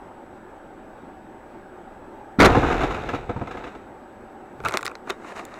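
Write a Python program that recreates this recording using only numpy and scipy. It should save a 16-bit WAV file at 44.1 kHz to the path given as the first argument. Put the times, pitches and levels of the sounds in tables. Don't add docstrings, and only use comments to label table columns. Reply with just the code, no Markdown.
import sys
import numpy as np
from scipy import signal
from scipy.io import wavfile
from scipy.ndimage import uniform_filter1d

SR = 44100
rng = np.random.default_rng(int(sys.argv[2]) if len(sys.argv) > 2 else 0)


def bounce(signal):
    frames = np.transpose(np.atleast_2d(signal))
    limited = np.clip(frames, -1, 1)
    pcm = np.round(limited * 32767).astype(np.int16)
    wavfile.write(sys.argv[1], SR, pcm)


N = 246519

# f/Hz, relative level/dB
GRIT_SPECTRUM = [(1180, -9), (2000, -0.5), (2690, -2), (3120, -12), (3710, -6.5), (4610, -20), (7060, -20),
                 (8550, -31), (14800, -37.5), (16000, -53.5)]


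def amp(db):
    return 10 ** (np.asarray(db) / 20)


def unit_rms(x):
    return x / np.sqrt(np.mean(x ** 2) + 1e-20)


def spectrum_db(points, hz):
    f, db = np.transpose(points)
    return np.interp(np.log(hz + 1), np.log(f + 1), db)


def add(mix, s, sound):
    part = mix[round(s * SR):][:len(sound)]
    part += sound[:len(part)]


def fader(rows, offset_db=0, depth=1):
    s, db = np.transpose(rows)
    return amp(np.interp(np.arange(N) / SR, s, offset_db + depth * db, left=-200, right=-200))


def swell(s, hold, db, rise, fall):
    t = np.arange(N) / SR - s
    return amp(db + 30 * np.minimum(np.minimum(t / rise, 0), (hold - t) / fall)) * (t > -rise)


def colour(x, points):
    log_gain = spectrum_db(points, abs(np.fft.fftfreq(8192, 1 / SR))) * np.log(10) / 20
    taps = np.fft.ifft(np.exp(np.conj(signal.hilbert(log_gain)))).real[:4096]
    return signal.oaconvolve(x, taps / np.linalg.norm(taps))[:N]


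def grains(per_s, spread_db):
    size = amp(spread_db * np.minimum(rng.exponential(1, N), 5)) * rng.standard_normal(N)
    return unit_rms(size * (rng.random(N) < per_s / SR))


def ring(modes, scatter, rise, pitch=1, decay=1):
    hz, db, t60 = np.transpose(modes)[:, :, None]
    t = np.arange(6000) / SR
    scatter = scatter[:len(modes), None]
    envelopes = amp(db + 2.0 * scatter - 60 * t / (t60 * decay))
    tuned_hz = hz * pitch * (1 + 0.033 * scatter)
    sound = (envelopes * np.sin(2 * np.pi * tuned_hz * t)).sum(0)
    sound *= 1 - np.exp(-(t / rise) ** 2)
    return sound / abs(sound).max()


def cabin(x):
    t = np.arange(8000) / SR
    tail = rng.standard_normal(len(t)) * amp(-60 * t / 0.1) * (t > .002)
    tail = signal.lfilter([1], [1, -.6], tail)
    return signal.oaconvolve(x, tail / np.linalg.norm(tail))[:N]


def heater_fan():
    # f/Hz, relative level/dB
    air = [(12, -30), (22, -9), (40, -13), (120, -10), (160, -15), (215, -3), (900, -6), (1030, -16),
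           (1620, -17), (1800, -23), (2800, -33), (4500, -44), (8500, -49), (12000, -51), (16000, -46)]
    # f/Hz, width/Hz, gain/dB
    ducts = [(267, 6, -2), (363, 95, 7.5), (442, 400, -6.5), (570, 54, 4), (708, 60, -8), (762, 35, 6.5),
             (1234, 59, 1), (1473, 75, -0.5), (3730, 86, 6)]
    frames, hz = N // 512 + 5, np.fft.rfftfreq(2048, 1 / SR)
    real, imag, patches = rng.standard_normal((frames, 1025, 3)).T
    patches = unit_rms(uniform_filter1d(uniform_filter1d(patches, 12, 0), 6, 1))
    drift = unit_rms(uniform_filter1d(rng.standard_normal(frames), 8))
    ducts_db = sum(db / (1 + ((hz - f) / (width / 2)) ** 2) for f, width, db in ducts)
    rush_db = (spectrum_db(air, hz) + ducts_db)[:, None] + 1.4 * patches + .4 * drift
    _, rush = signal.istft((real + 1j * imag) * amp(rush_db), nperseg=2048, noverlap=1536)
    return amp(-43) * unit_rms(rush[:N])


def whine():
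    whine_hz, flips_per_s = 7867.5, 59
    t = np.arange(N) / SR
    flip = np.tanh(8 * np.sin(np.pi * flips_per_s * t))
    return np.sqrt(2) * amp(-73.5) * flip * np.sin(2 * np.pi * whine_hz * t)


def engine():
    firing_hz, stall_s = 28, 2.4
    t = np.arange(N) / SR
    return np.sqrt(2) * amp(-61) * np.sin(2 * np.pi * (firing_hz * t + rng.random())) * (t < stall_s)


def fingers():
    # t/s, hold/s, tug level/dB, rise/s, hiss level/dB
    strokes = [(4.649, 0.041, -33, .015, -47.5), (4.745, .003, -23, 0.038, -42.5),
               (4.886, 0.032, -48, 0.074, -71), (5.099, .004, -30.5, 0.05, -47.5),
               (5.281, 0.042, -39, 0.17, -54), (5.363, 0.033, -36, 0.028, -49.5),
               (5.428, 0.099, -49, .05, -64.5), (5.558, 0.055, -43.5, .1, -61)]
    # f/Hz, relative level/dB
    rub = [(120, -24), (200, -4.5), (400, 0.5), (500, -5), (620, 2.5), (850, -2.5), (1100, 1), (1450, -5),
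           (1800, -6), (2150, -8.5), (2550, -14), (3200, -36), (5000, -55)]
    # f/Hz, relative level/dB
    skin = [(1650, -42), (2800, 4), (3260, -7.5), (4060, -2.5), (4600, -9), (6820, -7.5), (14200, -25),
            (16000, -40)]
    # f/Hz, relative level/dB, t60/s
    shell_modes = [(1260, 2, 0.025), (1850, 0, .025), (2080, 0, 0.024), (2600, -4, 0.017),
                   (3745, -10.5, 0.028), (6800, -11, 0.013)]
    fall_s = 0.056
    tug = sum(swell(s, hold, db, rise, fall_s) for s, hold, db, rise, _ in strokes)
    hiss = sum(swell(s, hold, db, rise, fall_s) for s, hold, _, rise, db in strokes)
    shell = ring(shell_modes, np.zeros(len(shell_modes)), rise=0.00052)
    creak = amp(4.5) * signal.oaconvolve(hiss * grains(980, 3.5), shell / np.linalg.norm(shell))[:N]
    return colour(tug * grains(4000, 1.2), rub) + colour(hiss * grains(12000, 1.6), skin) + creak


def mount():
    # t/s, case level/dB, snap level/dB, sizzle against the snap/dB, thud level/dB
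    clicks = [(4.6028, -30.5, -43, -14, -30.5), (4.638, -29, -44, -10, -33.5), (4.65, -14, -29, -4.5, -44),
              (4.6569, -17.5, -28, -7, -38), (4.66, -13, -36, -10, -40), (4.666, -17.5, -42, -11, -33),
              (4.6793, -26, -47, -5, -30), (4.6853, -26, -19.5, -4.5, -35), (4.6936, -23.5, -32, -7, -30),
              (4.7093, -24, -37, 0, -44), (4.7227, -24, -30, -4, -48), (4.7395, -15.5, -21, -11, -44),
              (4.745, -19.5, -46, -5, -18), (4.7549, -24, -43, -11, -38), (4.7721, -10, -11, -8.5, -35),
              (4.7823, -40, -47, 6, -39), (4.7897, -23.5, -41, -6, -39), (4.8089, -32, -33, -8, -41),
              (4.8127, -34, -37, -2, -49), (4.8204, -41, -43, -2, -35), (4.8291, -19, -28.5, -5, -35),
              (4.8494, -32, -33, -2, -41), (4.8521, -26, -25.5, -12, -31), (4.8557, -20, -23.5, 1.5, -49),
              (4.8645, -23.5, -19, -8.5, -48), (4.8713, -24.5, -41, -2, -44),
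              (4.8782, -18.5, -24.5, -13, -40), (4.8966, -32, -49, -2, -49), (4.9144, -28, -50, 3, -35),
              (4.9535, -25.5, -27.5, -21, -43), (5.0732, -27.5, -50, -6, -33), (5.0948, -35, -38, -5, -37),
              (5.0989, -16, -27, -5, -49), (5.102, -33, -26.5, -4.5, -27), (5.1047, -18.5, -19, -14, -25.5),
              (5.1227, -33, -57, -12, -35), (5.2458, -31, -50, -9, -33), (5.395, -28.5, -39, -7, -53),
              (5.452, -48, -38.5, 6.5, -57), (5.5407, -32.5, -34, -22, -51)]
    # f/Hz, relative level/dB, t60/s
    case = [(1014, 0.5, 0.016), (1248, 9, 0.013), (1465, 4, 0.018), (1710, -11, 0.011), (2360, -5, 0.0065),
            (2630, 8, 0.0075)]
    # multiple of its pitch, relative level/dB, t60/s
    thud = [(.5, -11, 0.031), (1.0, 17, 0.032)]
    # f/Hz, relative level/dB
    snap_mids = [(1200, -38), (1900, 10), (2700, -6.5), (3780, 5.5), (4600, -3), (6700, -5.5), (8500, -54)]
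    # f/Hz, relative level/dB
    snap_highs = [(5500, -23), (7000, 3), (9000, -0.5), (12000, -7), (16000, -5.5)]
    # f/Hz, relative level/dB, t60/s
    ping_modes = [(3070, -3, 0.043), (3680, 12, 0.024), (3780, -7, 0.078), (3860, -16, .07),
                  (5100, -20, .04), (5100, -19, .04)]
    # t/s, peak level/dB
    pings = [(5.074, -55), (5.0995, -45), (5.104, -22), (5.361, -58)]
    body, snaps, sizzle = np.zeros((3, N))
    t = np.arange(400) / SR
    for s, case_db, snap_db, sizzle_db, thud_db in clicks:
        noise = rng.standard_normal(len(t))
        softness = np.clip((case_db - snap_db) / 20, 0, 1)
        contact_s = 0.00048 + 0.0028 * softness
        add(body, s, amp(case_db) * ring(case, noise, contact_s, pitch=0.922, decay=0.73))
        thud_hz = 425 * np.exp(0.1 * noise[8])
        add(body, s, amp(thud_db) * ring(thud, noise[6:], rise=0.00092, pitch=thud_hz))
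        snap = amp(snap_db - 60 * t / 0.0064) * np.sign(noise)
        add(snaps, s, snap)
        add(sizzle, s, amp(sizzle_db) * snap)
    for s, db in pings:
        add(body, s, amp(db) * ring(ping_modes, np.zeros(len(ping_modes)), rise=0.00023))
    rumble = colour(rng.standard_normal(N), [(15, -6), (40, 3), (150, 11), (250, -37)])
    jolt = swell(4.68, hold=0, db=-31, rise=0.15, fall=0.06) * rumble
    return body + colour(snaps, snap_mids) + colour(sizzle, snap_highs) + jolt


def knocks():
    # t/s, panel peak level/dB, hardness/dB (small and hard high, heavy and soft low)
    hits = [(2.494, -13, -4.5), (2.514, -18, -15), (2.548, -9, -4), (2.568, -7.5, -11.5), (2.594, -23.5, 2),
            (2.629, -13.5, -3), (2.677, -27.5, 4), (2.698, -17, -1), (2.718, -18, 3), (2.74, -20, 0),
            (2.807, -20, 4.5), (2.832, -14, -3), (2.907, -22, 4.5), (2.943, -27, 10.5), (3.088, -22.5, 6.5),
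            (3.133, -17, -4), (3.146, -31.5, 15.5), (3.178, -41, 5), (3.292, -17, -8), (3.309, -34, 1),
            (3.361, -21.5, -13.5), (3.412, -19.5, -11.5), (3.471, -29, 3), (3.509, -29, 7.5),
            (3.544, -29, -0.5), (3.569, -27, 2.5), (3.638, -28.5, 4), (3.667, -34.5, 8.5),
            (3.748, -33, 0.5), (3.887, -45, -12)]
    # f/Hz, relative level/dB, t60/s before decay scales it
    boom = [(95, -1.5, 0.042), (136.6, -1, 0.061), (197, -2.5, 0.077)]
    # f/Hz, relative level/dB, t60/s before decay scales it
    panels = [(272, 3.5, 0.095), (331, -2.5, 0.1), (493, 2, 0.081), (571.5, -2, 0.093), (662, -5.5, 0.072),
              (724, 3.5, 0.054), (848, 0, 0.092), (952, -1.5, 0.071)]
    # f/Hz, relative level/dB, t60/s before decay scales it
    clack = [(1155, 1.5, 0.032), (1277, 5, 0.044), (1432, -2.5, 0.051), (1574, 0, 0.048),
             (1963, -8.5, 0.05), (2300, 0, 0.023)]
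    body, puffs = np.zeros((2, N))
    t, decay = np.arange(1500) / SR, 0.73
    for s, db, hardness in hits:
        noise = rng.standard_normal(len(t))
        add(body, s, amp(db - 8.5 - 0.71 * hardness) * ring(boom, noise, rise=0.0028, decay=decay))
        add(body, s, amp(db) * ring(panels, noise[3:], rise=0.0011, decay=decay))
        add(body, s, amp(db - 3.5 + 0.62 * hardness) * ring(clack, noise[11:], rise=0.004, decay=decay))
        puff = noise * amp(-60 * t / 0.08) * (1 - np.exp(-t / 0.0015))
        add(puffs, s, amp(db - 15.5 + hardness) * puff)
    return body + colour(puffs, GRIT_SPECTRUM)


def wreck():
    # t/s, level/dB
    settling = [(2.44, -22), (2.455, -4), (2.49, -20), (2.52, -21), (2.54, -25), (2.56, -20), (2.61, -25),
                (2.72, -23), (2.78, -27.5), (2.84, -21.5), (2.87, -28.5), (3.0, -32.5), (3.16, -35),
                (3.28, -44.5), (3.68, -40), (3.88, -60)]
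    # f/Hz, relative level/dB
    metal = [(71, -18), (120, -12), (325, 0), (362, 0), (393, 3.5), (588, -5), (729, -0.5), (1090, -7.5),
             (1340, -4.5), (1820, -15), (3000, -29), (3900, -54), (6600, -120)]
    # f/Hz, relative level/dB
    rumble = [(8.8, -30.5), (25, 2), (46, 6.5), (92, -5.5), (149, -1.5), (180, -9), (230, -25), (400, -120)]
    crumple = colour(fader(settling) * grains(2500, 1.3), metal)
    rock = swell(2.452, hold=0, db=-20.5, rise=.02, fall=1.18) * colour(rng.standard_normal(N), rumble)
    grit = colour(fader(settling, offset_db=-11.5, depth=0.99) * grains(5000, 1.5), GRIT_SPECTRUM)
    return crumple + rock + grit


def blow():
    # f/Hz, relative level/dB
    crush = [(20, -38), (60, -2.5), (140, -1), (300, -1), (600, -7.5), (1000, -8.5), (3000, -38),
             (16000, -70)]
    # t/s, level/dB
    tears = [(2.393, -12), (2.405, 1), (2.417, -7), (2.429, -4), (2.449, 3.5), (2.467, -10)]
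    # f/Hz, relative level/dB
    shriek = [(500, -32.5), (1000, -4.5), (1350, 10.5), (1700, -3.5), (2130, 4), (3000, -20), (3940, -16.5),
              (7000, -31), (16000, -35)]
    force = swell(2.402, hold=0.069, db=-2, rise=0.0091, fall=0.006)
    tearing = sum(swell(s, hold=0, db=db, rise=.008, fall=.02) for s, db in tears)
    impact = colour(force * grains(6000, 2.4), crush) + colour(tearing * grains(3600, 4.0), shriek)
    thump_s, thump_hz, thump_t60 = 2.3868, 235, .035
    t = np.arange(3000) / SR
    envelope = amp(-2.0 - 60 * t / thump_t60) * (1 - np.exp(-t / 0.0012))
    add(impact, thump_s, envelope * np.sin(2 * np.pi * thump_hz * t))
    return impact


def scene():
    tumble, clicks = knocks(), mount()
    bed = heater_fan() + whine() + engine()
    reverb = cabin(amp(-8.0) * tumble + amp(-21.0) * clicks)
    return (bed + blow() + wreck() + tumble + fingers() + clicks + reverb)[None]


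def record(dry):
    top, bottom, knee = .37, -.66, 2.8
    sag, sag_s = .6, .03
    coupling_hz, dull_hz, edge_hz = 4.0, 13500, 16500
    pole = np.exp(-1 / (sag_s * SR))
    overloaded = 1.0 * ((dry > top) | (dry < bottom))
    strain = signal.lfilter([1 - pole], [1, -pole], overloaded)
    limit = np.where(dry > 0, top, bottom * (1 - sag * strain))
    clipped = dry / (1 + (dry / limit) ** knee) ** (1 / knee)
    coupled = signal.lfilter([1, -1], [1, -np.exp(-2 * np.pi * coupling_hz / SR)], clipped)
    dulled = signal.lfilter(*signal.butter(3, dull_hz, fs=SR), coupled)
    band_limit = signal.firwin(511, edge_hz, window=("kaiser", 9), fs=SR)
    return signal.oaconvolve(dulled, band_limit[None], "same")


dry = scene()
out = record(dry)
bounce(out)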